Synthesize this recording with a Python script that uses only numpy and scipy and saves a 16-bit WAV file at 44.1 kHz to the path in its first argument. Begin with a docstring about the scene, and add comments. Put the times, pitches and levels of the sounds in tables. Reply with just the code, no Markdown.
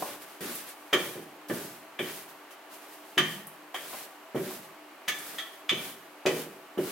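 """A wooden rolling pin is pushed back and forth over thin dough on a floured kitchen counter.
The turning pin is shaped noise that hisses over the flour, swelling and fading with each stroke.
Most strokes start with a thud of the counter and a clack of the barrel on its axle, both made of
ringing resonances, as are the knocks at the hob and the cracks of flour. A tiled kitchen answers
with echoes of decaying noise, over the steady noise and wavering tones of an appliance."""
import sys
import numpy as np
from scipy import signal
from scipy.fft import rfft, irfft, next_fast_len
from scipy.io import wavfile
from scipy.ndimage import uniform_filter1d, map_coordinates

SR = 44100
rng = np.random.default_rng(int(sys.argv[2]) if len(sys.argv) > 2 else 0)


def dump_mix(stems):
    """Bounce the given channels to the path in sys.argv[1] as a 16-bit WAV at rate SR."""
    frames = np.atleast_2d(stems).T  # one column per channel
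    limited = np.clip(frames, -1, 1)  # hard clip at full scale
    pcm = np.round(limited * 32767).astype(np.int16)
    wavfile.write(sys.argv[1], SR, pcm)


N = 304731
HIT = 24576  # samples in the ring of one blow
HIT_HZ = np.fft.rfftfreq(HIT, 1 / SR)
HIT_T = np.arange(HIT) / SR


def rolling():
    """Countless flour grains rub under the turning pin: a bright hiss over a duller, uneven rub."""
    # relative spectrum of the flour: pitch_hz, level_db per Hz
    flour = [(60, -22), (200, 1.5), (500, 4), (900, 0), (1500, 3.5), (2500, 0.5), (4000, -0.5),
             (7000, -2.5), (10000, 0), (12500, 1.5), (15800, -2)]
    coarse_per_s, coarse_size = 500, 2.5  # coarser grains, and their added size over the fine ones
    rub_db, hiss_db = 6.5, 5.5  # mean gains below and above the split
    split_hz = 3500
    coarse = rng.random(N) < coarse_per_s / SR
    grains = diffuse(N) * (1 + coarse_size * coarse)
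    friction = unit(filtered(grains, lambda hz: amp(along(flour, hz))))
    low = filtered(friction, lambda hz: 1 / (1 + (hz / split_hz) ** 4))
    high = friction - low
    rub = amp(rub_db + 1.6 * wobble(21.9)) * low
    hiss = amp(hiss_db + 0.47 * wobble(35)) * high
    return stroke_level() * (rub + hiss)


def stroke_level():
    """Strokes reach full speed, slow and die away; the power of lighter brushes is added to theirs."""
    # one push or pull of the pin: start_s, speeding_up_s, slowing_down_s,
    # full_speed_db (ahead of the rub and hiss gains), onset_db (relative to full speed)
    strokes = [(0.0, 0.072, 0.12, -46, 1.5), (0.407, 0.13, 0.14, -44, -2.5), (0.93, 0.11, 0.16, -44.5, -13),
               (1.485, 0.083, 0.21, -46, -4), (1.99, 0.13, 0.15, -46, -6), (3.178, .125, .13, -47.5, -16),
               (3.742, 0.25, 0.093, -46.5, -7), (4.349, 0.18, 0.086, -46.5, -8),
               (5.08, 0.21, 0.21, -48, -7), (5.692, 0.16, 0.11, -45.5, -20),
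               (6.257, 0.14, 0.076, -44.5, -10), (6.778, 0.12, .1, -45, -12)]
    # light brushes over the flour as the pin is lifted and set anew:
    # top_s, level_db (ahead of the rub and hiss gains), swell_s, fade_s
    brushes = [(0.23, -53, 0.018, 0.016), (0.3, -57.5, 0.046, .08), (0.69, -49.5, 0.024, 0.03),
               (0.86, -63, 0.11, 0.084), (1.225, -60, .012, 0.019), (2.3, -56, 0.016, .022),
               (2.52, -59, .01, 0.022), (2.74, -53, 0.023, .035), (2.84, -58, 0.056, 0.17),
               (2.935, -56, .01, 0.02), (3.09, -60.5, 0.044, 0.094), (4.63, -57, .014, .04),
               (5.55, -61, .04, 0.056)]
    slowing_loss_db, release_db_per_s = 13, 78  # lost while the pin slows, then the dying away
    t = np.arange(N) / SR
    power = np.zeros(N)
    for s, rise, fall, db, onset_db in strokes:
        start = max(round(s * SR), 0)
        past_top = t[start:] - s - rise
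        speeding_db = onset_db * np.minimum(past_top / rise, 0) ** 2
        slowing_db = slowing_loss_db * np.clip(past_top / fall, 0, 1) ** 2
        release_db = release_db_per_s * np.maximum(past_top - fall, 0)
        power[start:] += amp(db + speeding_db - slowing_db - release_db) ** 2
    for s, db, swell, fade in brushes:
        power += amp(db) ** 2 * np.exp(-((t - s) / np.where(t < s, swell, fade)) ** 2)
    return np.sqrt(power)


def thuds():
    """Dough cushions the counter, so mainly its low modes sound; the hollow cabinet booms just after."""
    # thuds of the counter; the first is the dying end of an earlier one:
    # start_s, level_db (11 dB over the rms of the first 50 ms),
    # boom_db and hardness_db (weighted by the cushion), cabinet_hz, cabinet_db (relative to counter)
    counter_thuds = [(0.001, -32.5, -18, -10.5, 355, -5), (0.408, -29, -17.5, -17.5, 357, -1.5),
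                     (0.929, -19, -23, -8, 361, 0), (1.155, -31.5, -17.5, -13, 362, -4),
                     (1.498, -22, -13.5, -9.5, 354, -3), (1.994, -25.5, -16.5, -8, 360, -3),
                     (3.173, -24, -9, -12, 360, 0.5), (3.742, -41, -37, 5, 363, -4),
                     (4.347, -20, -14, -10, 374, -0.5), (5.078, -36, -12, -1, 373, -5),
                     (5.716, -26.5, -13.5, -10.5, 378, -2.5), (6.255, -15.5, -21, -7, 377.4, -0.5),
                     (6.775, -20.5, -17.5, -11.5, 367, 1.5)]
    # how the dough passes a blow on: pitch_hz, level_db, boom_share, hardness_share
    dough = [(40, -3, 0.34, 0), (85, -2.5, 0.46, 0.077), (130, 10.5, 1, 0), (236, 10.5, 0.92, 0.045),
             (338, -4, 0, 0), (423, -4.5, 0.02, 0), (566, 7.5, 0.029, 1), (890, 5, 0, 1), (2000, -4, 0, 0),
             (6000, -41, 0, 0)]
    # modes of the counter: pitch_hz, width_hz, level_db
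    counter = [(132, 24, -10.5), (156, 10.4, -2.5), (196, 12.7, -1), (239.3, 10, -2.5), (291, 15, -1),
               (367, 50, -3.5), (390, 79, -7), (469, 55, -8), (583, 41, -8), (620, 21, -14),
               (790, 190, -22.5)]
    cabinet_width_hz, cabinet_lag_s = 47, 0.01097  # the hollow under the counter answers late
    out = np.zeros((2, N))
    for s, db, boom_db, hard_db, cabinet_hz, cabinet_db in counter_thuds:
        cushion = [(hz, level + boom * boom_db + hard * hard_db) for hz, level, boom, hard in dough]
        ring = struck(resonances(counter, HIT_HZ) * amp(along(cushion, HIT_HZ)))
        hollow = struck(resonances([(cabinet_hz, cabinet_width_hz, 0)], HIT_HZ) ** 2)
        add(out, s, db - 11.0, kitchen(ring, early_db=9, early_t60=0.16, tail_db=10.5))
        boom = kitchen(hollow, early_db=-10.5, early_t60=0.026, tail_db=-5)
        add(out, s + cabinet_lag_s, db + cabinet_db - 11.0, boom)
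    return out


def clacks():
    """Wood on wood: the loose barrel strikes its axle and chatters; one ring shifts with the grip."""
    # the barrel strikes its axle: start_s, level_db (11 dB over the rms of the first 50 ms), ring_hz,
    # ring_db, wood_db (low modes), hardness_db (these three relative, ahead of fixed offsets),
    # chatter (scales the bounces, relative to the first contact), snap_db (rms of its first 50 ms)
    strikes = [(0.413, -37.5, 3400, -22, -7, -22, 0.92, -55),
               (0.9318, -12, 3136, -5.5, -8.5, -20.5, 0.24, -37), (1.5, -29, 3130, -28, -2, -34, 0.36, -55),
               (1.992, -23.5, 2360, -9, -12, -29, 0.14, -59), (2.508, -46, 3080, -20, -10, -15, 0.37, -70),
               (3.1796, -10.5, 3050, -8, -10.5, -18.5, 0.27, -39),
               (3.7455, -26.5, 3180, -7, -9.5, -21, 0.5, -50), (4.36, -34.5, 3010, -26, -4, -26, 0.65, -65),
               (5.0819, -18, 3400, -13, -9.5, -13.5, 0.65, -36.5),
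               (5.385, -24.5, 3395, 2.5, -6, -15.5, 0.96, -54),
               (5.694, -14, 3470, -7.5, -16.5, -19.5, 0.17, -61),
               (6.262, -18.5, 2540, -3.5, -7.5, -10, 0.37, -50),
               (6.7805, -37.5, 2900, -5, -17, -26, 0.3, -65)]
    # modes of the barrel: pitch_hz, width_hz, level_db (mean over the blows)
    barrel = [(694, 170, -6.5), (1168, 92, 1), (1320, 110, -6.5), (1770, 160, -1), (1927, 100, -1.5),
              (2120, 66, -19), (2225, 170, -1), (2365, 116, 3), (2620, 83, -5.5), (3060, 140, 1),
              (3130, 79, -2.5), (3404, 300, -4), (3770, 170, -26), (4840, 420, -11), (6290, 540, -6),
              (7550, 1100, -19)]
    out = np.zeros((2, N))
    for s, db, ring_hz, ring_db, wood_db, hard_db, chatter, snap_db in strikes:
        gripped = [(hz, width, level + 2 * rng.normal()) for hz, width, level in barrel]
        body = resonances(gripped + [(ring_hz, 85, ring_db + 13.5)], HIT_HZ)
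        contact = [(200, -17), (900, wood_db + 6.5), (1700, wood_db + 12), (2400, -2.5), (3500, 1.0),
                   (4200, hard_db + 14.5), (6500, hard_db + 12), (15000, hard_db + 15.0)]  # (Hz, dB)
        ring = struck(body * amp(along(contact, HIT_HZ)))
        bounces_s = np.cumsum(rng.uniform(.001, .005, size=5))
        rattle = ring.copy()
        for k, lag in enumerate(bounces_s):
            rattle += chatter * 0.83 ** k * np.roll(ring, round(lag * SR))
        add(out, s, db - 11.0, kitchen(rattle, early_db=6.0, early_t60=0.11, tail_db=2.5))
        # a faint, dry copy of the ring 3 ms ahead softens the onset
        add(out, s - .003, db - 33.0, np.array([ring, ring]))
        # a short dry snap of noise, without the kitchen
        snap = filtered(diffuse(HIT), lambda hz: hz / (hz + 3000))
        snap = snap * amp(-60 * HIT_T / 0.11) * (1 - np.exp(-HIT_T / 0.0013))
        add(out, s, snap_db, snap)
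    return out


def knocks():
    """A handle bumps the edge of the hob, whose modes give short hollow knocks."""
    # bumps of the handle: start_s, level_db (13.5 dB over the rms of the first 50 ms)
    bumps = [(0.024, -21.5), (3.744, -28), (3.932, -31.5), (4.503, -37)]
    # modes of the hob: pitch_hz, width_hz, level_db
    hob = [(325, 90, -13), (575, 130, 3.5), (751, 50, 7), (1028, 81, 0.5), (1500, 300, -15),
           (2200, 290, -24)]
    contact = [(100, -9), (400, -7.0), (1100, 0.0), (1500, -5.5), (5000, -3.5)]  # (Hz, dB)
    out = np.zeros((2, N))
    ring = struck(resonances(hob, HIT_HZ) * amp(along(contact, HIT_HZ)))
    for s, db in bumps:
        add(out, s, db - 13.5, kitchen(ring, early_db=6, early_t60=0.076, tail_db=0.0))
    return out


def ticks():
    """Flour crumbs crack under the barrel: tiny, high, broadly tuned rings."""
    # cracks of the crumbs: start_s, level_db (10 dB over the rms of the first 50 ms), pitch_hz
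    crumbs = [(0.2194, -49, 11800), (0.554, -34, 11800), (0.6894, -44, 9260), (2.3047, -53, 14600),
              (2.5082, -54, 12400), (2.9294, -63, 11200), (3.47, -38, 11300), (5.189, -39.5, 9000)]
    out = np.zeros((2, N))
    for s, db, hz in crumbs:
        ring = struck(resonances([(hz, 5000, 0)], HIT_HZ) ** 2)
        add(out, s, db - 10, kitchen(ring, early_db=5, early_t60=.06, tail_db=1))
    return out


def appliance():
    """Steady fan noise with a few wavering tones and a thin whine, all narrow or broad bands of noise."""
    # relative spectrum of the fan noise: pitch_hz, level_db per Hz
    ambient = [(15, -78), (25, -61), (170, -23), (241, -13), (269, -12), (299, -5), (437, -9), (710, -4.5),
               (791, -4), (2970, -15), (3580, -21), (3990, -21.5), (5520, -26.5), (12700, -28.5),
               (15800, -28.5)]
    # tones and whine: pitch_hz, width_hz, level_db (rms of the part alike at both microphones)
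    hum = [(300.5, 6.2, -63), (386.5, 26, -65.5), (651, 21, -64), (1149, 30, -66), (12850, 160, -72.5)]
    air_db = -50.68  # rms
    air = amp(air_db) * unit(filtered(diffuse(N), lambda hz: amp(along(ambient, hz))))

    def tones(hz):
        """Bell-shaped bands, each scaled so that its width leaves its level alone."""
        total = 0
        for centre, width, db in hum:
            bell = np.exp(-np.pi / 2 * ((hz - centre) / width) ** 2)
            total = total + amp(db) * np.sqrt(SR / 2 / width) * bell
        return total

    return air + filtered(diffuse(N), tones)


def kitchen(x, early_db, early_t60, tail_db):
    """Direct sound, quick echoes off counter, tiles and cupboards, and a tail, drawn anew at each call."""
    # decay of the tiled room: pitch_hz, t60_s
    decay = [(120, 0.71), (260, 0.61), (700, 0.47), (1800, 0.5), (3200, 0.49), (6000, 0.47), (14000, 0.37)]
    echoes = diffuse(HIT)
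    hz, t, z = signal.stft(echoes, SR, nperseg=256)
    fading = z * amp(-60 * t / along(decay, hz)[:, None])
    tail = signal.istft(fading, SR, nperseg=256)[1][:, :HIT]
    tail *= 1 - np.exp(-HIT_T / 0.006)
    early = echoes[:, ::-1] * amp(-60 * HIT_T / early_t60) * (1 - np.exp(-HIT_T / 0.0016))
    paths = amp(early_db) * early / np.linalg.norm(early[0])
    paths += amp(tail_db) * tail / np.linalg.norm(tail[0])
    paths[:, 0] += 1  # direct sound
    response = rfft(paths)
    # the room ripples the spectrum finely but leaves the broad colour to the struck body
    power = np.mean(np.abs(response) ** 2, axis=0)
    colour = np.sqrt(np.abs(uniform_filter1d(power, size=45)))
    return irfft(rfft(x) * response * rfft(struck(1 / colour)))


def diffuse(size):
    """White stereo noise from all sides: most alike at both microphones in the bass, least in the treble."""
    # spread between the microphones: pitch_hz, side_over_mid_db
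    spread = [(30, -10), (100, -23), (250, -18), (500, -12), (1000, -8), (2000, -6), (4000, -1.5),
              (12000, -1)]
    mid, side = rng.standard_normal((2, size))
    side = filtered(side, lambda hz: amp(along(spread, hz)))
    return np.array([mid + side, mid - side])


def resonances(modes, hz):
    """Gain of a body with (Hz, width Hz, dB) modes, their powers summed."""
    power = 0
    for centre, width, db in modes:
        damping = (hz * width) ** 2
        power = power + amp(db) ** 2 * damping / ((centre ** 2 - hz ** 2) ** 2 + damping)
    return np.sqrt(power)


def struck(gain):
    """The causal, minimum-phase ring of a body with this gain."""
    cepstrum = irfft(np.log(np.maximum(gain, 1e-6)))
    cepstrum[1:HIT // 2] *= 2
    cepstrum[HIT // 2 + 1:] = 0
    return irfft(np.exp(rfft(cepstrum)))


def add(out, s, db, sound):
    """Put a sound in at s, with db as the rms level of its first 50 ms."""
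    start = max(round(s * SR), 0)
    strength = np.sqrt(np.mean(sound[:, :SR // 20] ** 2))
    out[:, start:start + sound.shape[1]] += (amp(db) / strength * sound)[:, :N - start]


def filtered(x, response):
    """x times a response of frequency."""
    size = x.shape[-1]
    m = next_fast_len(size + 8192)
    return irfft(rfft(x, m) * response(np.fft.rfftfreq(m, 1 / SR)), m)[..., :size]


def wobble(rate):
    """A smooth random curve, rate knots a second."""
    return map_coordinates(rng.standard_normal(int(N * rate / SR) + 4), [np.arange(N) * rate / SR])


def along(points, hz):
    """(Hz, value) points read on a log axis."""
    f, v = np.transpose(points)
    return np.interp(np.log(hz + 1), np.log(f + 1), v)


def unit(x):
    """x at rms 1."""
    return x / np.sqrt(np.mean(x ** 2) + 1e-20)


def amp(db):
    """dB to gain."""
    return 10 ** (np.asarray(db) / 20)


def scene():
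    """All sounds of the counter, with the thuds slightly to the right."""
    panned_thuds = thuds() * amp([[-.5], [.5]])  # left and right, dB
    return rolling() + panned_thuds + clacks() + knocks() + ticks() + appliance()


def record(dry):
    """The stereo microphone passes nothing from its band limit upward."""
    top_hz = 15950
    return filtered(dry, lambda hz: hz < top_hz)


dry = scene()
out = record(dry)
dump_mix(out)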